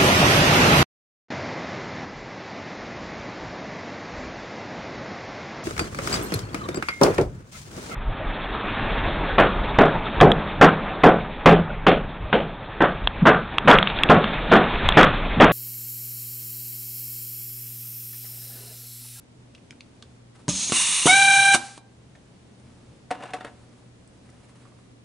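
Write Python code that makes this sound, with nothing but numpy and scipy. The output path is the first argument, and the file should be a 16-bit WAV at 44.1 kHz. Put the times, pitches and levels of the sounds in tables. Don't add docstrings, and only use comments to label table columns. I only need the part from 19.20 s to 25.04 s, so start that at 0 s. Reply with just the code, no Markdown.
import sys
import numpy as np
from scipy import signal
from scipy.fft import rfft, irfft, next_fast_len
from scipy.io import wavfile
from scipy.ndimage import uniform_filter1d

SR = 44100
rng = np.random.default_rng(int(sys.argv[2]) if len(sys.argv) > 2 else 0)


def generate_wav(signal):
    frames = np.transpose(np.atleast_2d(signal))
    scaled = np.clip(frames, -1, 1) * 32767
    pcm = np.round(scaled).astype(np.int16)
    wavfile.write(sys.argv[1], SR, pcm)


def makeup_ratio(level_db):
    decades = np.asarray(level_db, float) / 20
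    return 10 ** decades


N = 257543
T = np.arange(N) / SR
SIDES = np.array([[1], [-1]])

# time in seconds, rate in Hz.
VANE_SPEED = [
    (1.858, 340),
    (1.873, 640),
    (1.882, 714),
    (1.892, 736),
    (1.908, 745),
    (1.922, 766),
    (1.962, 788),
    (2.344, 790.5),
    (2.364, 690),
]
# multiple, level in dB at full speed,
# gain with speed in dB per octave, sag in dB per second.
ORDER_1 = (1, -22, 10, 5)
ORDER_2 = (2, -18.5, 20, 0)
ORDER_3 = (3, -20.5, 55, 8)
ORDER_5 = (5, -28.5, 45, 3)
# multiple, level in dB against the fifth.
UPPER_ORDERS = [(4, -6.5), (7, -11.5), (8, -14.5), (10, -15), (11, -13.5), (12, -8.5)]
# cycles per spindle turn, level in dB.
PLANET_GEARS = (4, -50)
# opens, is fullest and shuts in seconds, level in dB, fall in dB per second.
EXHAUST = (1.86, 1.862, 2.352, -24, 4)
# time in seconds, peak in dB, rise in seconds, seconds to fall 60 dB.
EXHAUST_SURGE = [
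    (1.865, -23, .02, .3),
    (2.349, -20, .07, .07),
]
# frequency in Hz, level in dB per Hz.
EXHAUST_JET = [(60, -27.5), (150, -5), (350, -14.5), (600, -11), (1200, -9.5), (1900, -11.5), (2900, 1.5),
               (3900, 0.5), (4400, -7), (5600, -4), (6400, 0.5), (7200, -5), (9000, -0.5), (10400, -4.5)]
# frequency in Hz, width in Hz, level over
# the jet in dB.
EXHAUST_BANDS = [(380, 120, -6), (1710, 70, -12), (2560, 90, -16), (3400, 120, -8), (4170, 110, -16),
                 (4450, 200, 4), (4700, 80, -9), (5150, 230, -17), (6900, 150, -7), (8400, 200, 4),
                 (9400, 200, 4)]


def motor():
    vanes_per_rotor_turn, vanes_per_spindle_turn = 5, 23.15
    freest_s = 2.129
    speed = np.interp(T, *np.transpose(VANE_SPEED))
    phase = 2 * np.pi * np.cumsum(speed) / SR
    spindle = (phase - np.interp(freest_s, T, phase)) / vanes_per_spindle_turn + .3 * walk(18)
    phase = phase + .22 * np.sin(spindle)
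    phase = phase + .1 * walk(99)
    rotor = 1 + 0.047 * np.cos(phase / vanes_per_rotor_turn)

    def order(k, db, depth, lag):
        beat = 1 + np.clip(depth, 0, .9) * np.cos(spindle + lag)
        blur = .035 * k * k * walk(110)
        return makeup_ratio(db + 1.2 * walk(70)) * beat * np.sqrt(2) * np.sin(k * phase + blur)

    high = order(5, .1, 0.3, 3.1)
    for k, db in UPPER_ORDERS:
        high = high + order(k, db, .3, 0.84 * k)
    stack = order(1, 1.5, 0.11, .3) * whine(speed, *ORDER_1)
    stack = stack + order(2, 1.5, .08, 3.1) * whine(speed, *ORDER_2)
    stack = stack + order(3, 1.5, 0.38, 3.3) * whine(speed, *ORDER_3)
    stack = stack + high * whine(speed, *ORDER_5)

    puffs = (1 + .35 * np.cos(phase)) * makeup_ratio(3.5) * jet(EXHAUST_JET)
    puffs = colour(puffs, [(20, 0), (20000, 0)], EXHAUST_BANDS)
    puffs = puffs * (valve(*EXHAUST) + swells(EXHAUST_SURGE))
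    per_turn, gear_db = PLANET_GEARS
    gears = makeup_ratio(gear_db + 3 * walk(30)) * np.sin(per_turn * spindle)
    gears = gears * door(VANE_SPEED[1][0], VANE_SPEED[-2][0])
    return gears + stack * rotor + puffs


# frequency in Hz, width in Hz, level in
# dB.
WHINE_BANDS = [(766, 20, -4), (1480, 36, -9), (2215, 90, 9), (3720, 220, 10)]


def whine(speed, k, db, gain_db, sag_db):
    cut_db_s = 350
    bands_db = resonances(k * speed, WHINE_BANDS)
    (start, _), (free, top), (stop, _) = VANE_SPEED[0], VANE_SPEED[-3], VANE_SPEED[-1]
    speed_db = gain_db * np.log2(speed / top)
    sagged_db = sag_db * np.maximum(T - free, 0)
    cut_db = cut_db_s * k * np.maximum(T - VANE_SPEED[-2][0], 0)
    return makeup_ratio(db + speed_db - sagged_db + bands_db - cut_db) * door(start, stop)


# opens, is fullest and shuts in seconds, level in dB, fall in dB per second.
FILL = (1.288, 1.409, 1.52, -26, 35)
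VENT = (1.522, 1.57, 1.865, -20.5, 11)
BLEED = (2.37, 2.384, 2.578, -38.5, 50)
# time in seconds, peak in dB, rise in seconds, seconds to fall 60 dB.
FILL_SURGE = [
    (1.297, -29, .03, .06),
]
# frequency in Hz, level in dB per Hz.
FILL_JET = [(59, -42.5), (140, -17), (200, -4.5), (421, -26), (473, -19), (1950, -21), (2250, -12),
            (4170, -5.5), (4690, -10.5), (6400, -5.5), (10400, -9.5), (13500, -45), (22000, -120)]
VENT_JET = [(59, -56), (100, -26.5), (194, -18), (347, -27), (621, -25.5), (1090, -8.5), (1380, -17),
            (2830, -3.5), (3240, -11.5), (3500, -4.5), (4970, -10.5), (6400, -3), (7190, -7), (9440, -2.5),
            (10400, -7.5), (13500, -36), (22000, -120)]
BLEED_JET = [(300, -24.5), (1500, -1.5), (4000, 0), (7300, 0.5), (10400, -1)]
# frequency in Hz, width in Hz, level over the jet in dB.
FILL_PORTS = [(6530, 60, 17), (5140, 80, 9.5), (4020, 100, 1.5), (6100, 360, 5.5), (7200, 150, 3)]
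VENT_PORTS = [(1090, 150, 2.2), (2840, 120, 7), (3700, 200, 5), (4900, 150, -5), (6494, 33, 7),
              (8350, 170, 5), (9400, 200, 4.1)]


def air_flow():
    fill = jet(FILL_JET, FILL_PORTS) * (valve(*FILL) + swells(FILL_SURGE))
    vent = makeup_ratio(0.5) * jet(VENT_JET, VENT_PORTS) * valve(*VENT)
    bleed = jet(BLEED_JET) * valve(*BLEED, edge_s=.008)
    return fill + vent + bleed


# time in seconds, thud in dB, thud pitch in Hz, crack in dB,
# seconds for the thud to fade 60 dB.
BLOWS = [(1.281, -16, 215, -21, .021), (1.288, -15, 200, -28, .05), (1.29, -26, 597, -40, .036),
         (1.496, -29.5, 262, -31.5, .065), (1.521, -18, 240, -18, .055), (1.857, -8.5, 282, -28, .05),
         (1.8635, -8, 470, -30.5, .032), (1.87, -13, 956, -20, .056), (2.345, -20.5, 239.5, -19, .078),
         (2.354, -33, 300, -22, .065), (2.577, -41, 300, -40, .045)]
# frequency in Hz, level in dB per Hz.
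CRACK_COLOUR = [(200, -9), (1000, 2.5), (2000, -6.5), (5000, -7), (10400, -9.5)]
# frequency in Hz, level in dB, seconds to fade 60 dB.
BENCH = [(61, -34, .3), (188, -28.5, .36), (1195, -38, .12)]
# level in dB, frequency in Hz, seconds to fade 60 dB.
STEM_PING = (-17.5, 6480, .06)


def blows():
    bench_s, ping_s = 1.305, 1.289
    thud, crack = np.zeros(N), np.zeros(N)
    for s, thud_db, hz, crack_db, t60 in BLOWS:
        add(thud, s, -makeup_ratio(thud_db) * thud_ring(hz, t60))
        add(crack, s, makeup_ratio(crack_db) * burst(.75 * t60))
    for hz, db, t60 in BENCH:
        add(thud, bench_s, -makeup_ratio(db) * thud_ring(hz, t60))
    thud = signal.sosfilt(signal.butter(2, 80, "high", fs=SR, output="sos"), thud)
    db, hz, t60 = STEM_PING
    add(thud, ping_s, makeup_ratio(db) * (ring(hz, t60) + .3 * ring(hz + 150, t60)))
    return thud + makeup_ratio(9) * colour(crack, CRACK_COLOUR)


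def thud_ring(hz, t60):
    return ring(hz, t60) + .4 * ring(1.4 * hz, t60)


# time in seconds, peak in dB, crack in dB, lid in dB, steel in dB.
KNOCKS = [(3.906, -24, -15, 11, 10), (3.911, -9.5, -18.5, 6, -4), (4.006, -29, -27, 7, -1),
          (4.035, -26, -20, -6, 1), (4.077, -38, -13, 7, -3), (4.105, -33, -14, 11, -11),
          (4.135, -16.5, -14, 6, -3), (4.142, -23, -13, 6, -13), (4.208, -30.5, -28, 3, 9),
          (4.247, -18, -21, -5, -2), (4.267, -34, -21, -6, 5)]
# frequency in Hz, seconds to fade 60 dB.
LID = (735, 0.065)
# frequency in Hz, level in dB, seconds to fade 60 dB.
CASE = [(275, -5, .07), (467, -5, 0.13), (577, -0.5, 0.041), (868, -14, 0.098), (1000, -18, 0.075),
        (1100, -11, 0.082), (1247, -16, 0.057), (2200, -15, 0.036), (2600, -21, 0.031)]
STEEL = [(1403, -4.5, 0.072), (1880, -6, 0.085), (2756, -26, 0.053), (3670, -12, 0.048), (4520, -15, .04),
         (5600, -29, 0.036), (7750, -28, .05)]
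# time in seconds, peak in dB, rise in seconds, seconds to fall 60 dB.
SCRAPE = [
    (3.92, -33, .04, .25),
    (4.036, -37, .22, .35),
    (4.09, -42, .3, .15),
    (4.145, -35, .04, .22),
    (4.212, -38, .06, .09),
    (4.25, -39, .04, .22),
]
# frequency in Hz, level in dB per Hz.
SCRAPE_COLOUR = [(120, -37), (200, -2), (387, -7), (738, -5.5), (946, -4.5), (1690, -9), (1860, -12.5),
                 (2770, -14.5), (5190, -28), (10400, -31), (13500, -57), (22000, -120)]


def caliper():
    grip, grip_per_db = .8, .015
    steel_grip = .7
    out, crack = np.zeros(N), np.zeros(N)
    push = 1 - np.exp(-np.arange(8192) / SR / 0.00077)
    chance = rng.standard_normal((len(KNOCKS), 3, len(CASE + STEEL) + 1))
    for (s, db, crack_db, lid_db, steel_db), (size, tune, turn) in zip(KNOCKS, chance):
        scale = grip - grip_per_db * (db + 10)
        lid_hz, lid_t60 = LID
        jaws = [(hz, g + steel_db, steel_grip * t60) for hz, g, t60 in STEEL]
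        modes = [(lid_hz, lid_db, lid_t60)] + CASE + jaws
        body = 0
        for (hz, g, t60), a, b, c in zip(modes, size, tune, turn):
            body = body + makeup_ratio(g + 2 * a) * ring(hz * (1 + 0.011 * b), scale * t60, 2 * c)
        add(out, s, makeup_ratio(db - 12) * body * push)
        add(crack, s, makeup_ratio(db + crack_db) * burst(0.037 * scale))
    crack = colour(crack, [(300, -17), (1500, 16.0), (5000, -0.5), (10400, -3.5)])
    case_tones = [(720, 60, 8.3), (1680, 69, 6), (2800, 130, 3.7)]  # Hz, width Hz, dB
    scrape = jet(SCRAPE_COLOUR, case_tones, flicker_db=2.5, rate=220) * swells(SCRAPE)
    return out + crack + makeup_ratio(-2.5) * scrape


# time in seconds, peak in dB,
# centre in Hz, seconds to fade 60 dB, left minus right in dB.
TICKS = [(.3493, -39, 2950, .026, .1), (.3785, -50.5, 2100, .04, 2), (.5078, -30, 2300, .014, -.4),
         (.508, -33, 5200, .014, -3), (.5266, -42, 1500, .0078, 2), (.607, -35, 2400, .014, .1),
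         (.6079, -31, 3250, .016, .1), (.8244, -32, 3500, .021, -1), (.826, -38.5, 1190, .016, 3),
         (1.1494, -51.5, 1500, .06, 3), (2.9522, -44.5, 1750, .061, .5), (2.955, -45, 450, .13, -1.1)]
TAPS = [
    (3.3987, -47.5, 8650, .01, 2.7),
    (4.8763, -44, 8500, .013, -1.4),
    (5.1, -48, 8500, .025, -.4),
    (5.0913, -49.5, 1900, .037, -.4),
    (5.452, -45, 1100, .1, -6.5),
    (5.5199, -50, 1110, .04, -3),
    (5.5872, -51.5, 1090, .045, -3),
]


def ticks():
    out = np.zeros((2, N))
    for s, db, hz, t60, pan_db in TICKS + TAPS:
        second_hz = hz * (1.27 if s < TAPS[0][0] else .7)
        hit = burst(t60) * min(12 * t60, 1)
        hit[0] = 1.5
        tick = signal.lfilter(*signal.iirpeak(hz, 7.5, SR), hit)
        tick = tick + 0.46 * signal.lfilter(*signal.iirpeak(second_hz, 8., SR), hit)
        tick = tick + .02 * hit
        add(out, s, makeup_ratio(db) * tick / np.abs(tick).max() * makeup_ratio(pan_db * SIDES / 2))
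    return out


# time in seconds, peak in dB, rise in seconds, seconds to fall 60 dB.
RUSTLE = [
    (1.2, -60, .55, .3),
    (3.5, -61, 2.8, 1),
    (4.3, -58, .2, 1.5),
    (4.6, -56, .19, .22),
    (4.9, -67, 2.5, 1.4),
    (5.11, -61, .2, 1.5),
    (5.3, -57, 1.8, 2.2),
    (5.46, -58, .6, .5),
]
# frequency in Hz, level in dB per Hz.
CLOTH = [(500, 2), (1200, 1), (3000, -8), (6000, -13), (10400, -10)]


def sleeves():
    return jet(CLOTH, flicker_db=3.5, rate=59) * swells(RUSTLE)


def room(x):
    early_db, early_t60, late_db, late_t60 = -8, 0.11, -22, .52
    t = np.arange(SR) / SR
    a, b, c, d = rng.standard_normal((4, SR))
    apart = [(100, -16.5), (500, -11), (2000, -5), (10000, 0.0)]
    early = (a + colour(b, apart) * SIDES) * makeup_ratio(-60 * t / early_t60)
    dull = [(100, -4.5), (800, 1.5), (1500, -5), (2400, -9), (4000, -5.5), (10000, -16)]
    late = colour(c + .4 * d * SIDES, dull) * makeup_ratio(-60 * t / late_t60)
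    echo = makeup_ratio(early_db) * early / np.linalg.norm(early[0])
    echo = echo + makeup_ratio(late_db) * late / np.linalg.norm(late[0])
    echo = np.pad(echo, ((0, 0), (130, 0)))
    return x + signal.fftconvolve(x, echo, axes=1)[:, :N]


# frequency in Hz, level in dB per Hz.
AIR = [(12, -48.5), (20, -16.5), (47, -16), (80, -6.5), (100, -13), (122, -4.5), (146, -9.5), (195, -8.5),
       (247, -9), (281, -11), (347, -15), (487, -17.5), (585, -20.5), (987, -27.5), (1540, -31),
       (10400, -40), (13500, -68), (22000, -120)]
# frequency in Hz, width in Hz, level in dB.
HUM = [(120, 5.2, -57.5), (240, 8, -68.5)]
# time in seconds, depth in dB, attack in seconds, recovery in seconds.
DUCK = (2.62, 2.2, .05, .2)


def showroom():
    air_db, room_db = -50, .8
    mid = level(colour(rng.standard_normal(N), AIR), air_db - 4.0) * makeup_ratio(1.2 * walk(5))
    side = level(colour(rng.standard_normal(N), AIR), air_db)
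    side = colour(side, [(100, -19), (500, -6), (3000, -3), (10000, -6.5)])
    hum = np.zeros(N)
    for hz, width, db in HUM:
        strength = makeup_ratio(db + 1.5 * walk(width)) * np.sqrt(2)
        hum += strength * np.sin(2 * np.pi * hz * T + 1.5 * walk(width))
    s, depth_db, attack, recovery = DUCK
    duck_db = depth_db * np.exp(-np.abs(T - s) / np.where(T < s, attack, recovery))
    return (mid + hum + side * SIDES) * makeup_ratio(room_db - duck_db)


def jet(points, ports=(), flicker_db=0.9, rate=40):
    noise = colour(rng.standard_normal(N), points, ports)
    return level(noise, 0) * makeup_ratio(flicker_db * walk(rate))


def door(opens, shuts, edge_s=.002):
    return np.clip(np.minimum(T - opens, shuts - T) / edge_s + 1, 0, 1)


def valve(opens, fullest, shuts, db, fall_db_s, edge_s=.002):
    late = T - fullest
    slope = np.where(late < 0, -55, fall_db_s)
    return makeup_ratio(db - slope * late) * door(opens, shuts, edge_s)


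def swells(rows):
    power = np.zeros(N)
    for s, db, rise, fall in rows:
        power += makeup_ratio(db - 60 * np.abs(T - s) / np.where(T < s, rise, fall)) ** 2
    return np.sqrt(power)


def ring(hz, t60, phase=0., length=8192):
    t = np.arange(length) / SR
    return np.sin(2 * np.pi * hz * t + phase) * np.exp(-np.log(1000) * t / t60)


def burst(t60, length=8192):
    return rng.standard_normal(length) * np.exp(-np.log(1000) * np.arange(length) / SR / t60)


def walk(rate):
    k = int(SR / rate)
    steps = np.repeat(rng.standard_normal(N // k + 1), k)
    return 1.3 * uniform_filter1d(uniform_filter1d(steps, k), k)[:N]


def resonances(hz, rows):
    return sum(peak_db / (1 + (2 * (hz - f) / width) ** 2) for f, width, peak_db in rows)


def colour(x, points, ports=()):
    size = next_fast_len(x.shape[-1])
    hz = np.maximum(np.fft.rfftfreq(size, 1 / SR), 1)
    point_hz, point_db = np.transpose(points)
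    db = np.interp(np.log(hz), np.log(point_hz), point_db) + resonances(hz, ports)
    return irfft(rfft(x, size) * makeup_ratio(db), size)[..., :x.shape[-1]]


def level(x, db):
    return x * makeup_ratio(db) / np.sqrt(np.mean(x ** 2))


def add(out, s, x):
    i = int(s * SR)
    out[..., i:i + x.shape[-1]] += x[..., :N - i]


def scene():
    tool = (motor() + air_flow() + blows()) * makeup_ratio(-.4 * SIDES)
    hands = caliper() * makeup_ratio(.3 * SIDES) + ticks() + makeup_ratio(-3) * sleeves()
    return room(tool + hands) + showroom()


def roll_off(x):
    return signal.sosfilt(signal.butter(12, 11630, fs=SR, output="sos"), x)


def record(dry):
    ceiling, top_hz = .92, 10195
    soft = dry / (1 + np.abs(dry / ceiling) ** 8) ** .125
    top_cut = signal.ellip(10, .2, 75, top_hz, fs=SR, output="sos")
    mix = signal.sosfilt(top_cut, soft)
    return roll_off(mix)


dry = scene()
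out = record(dry)
generate_wav(out)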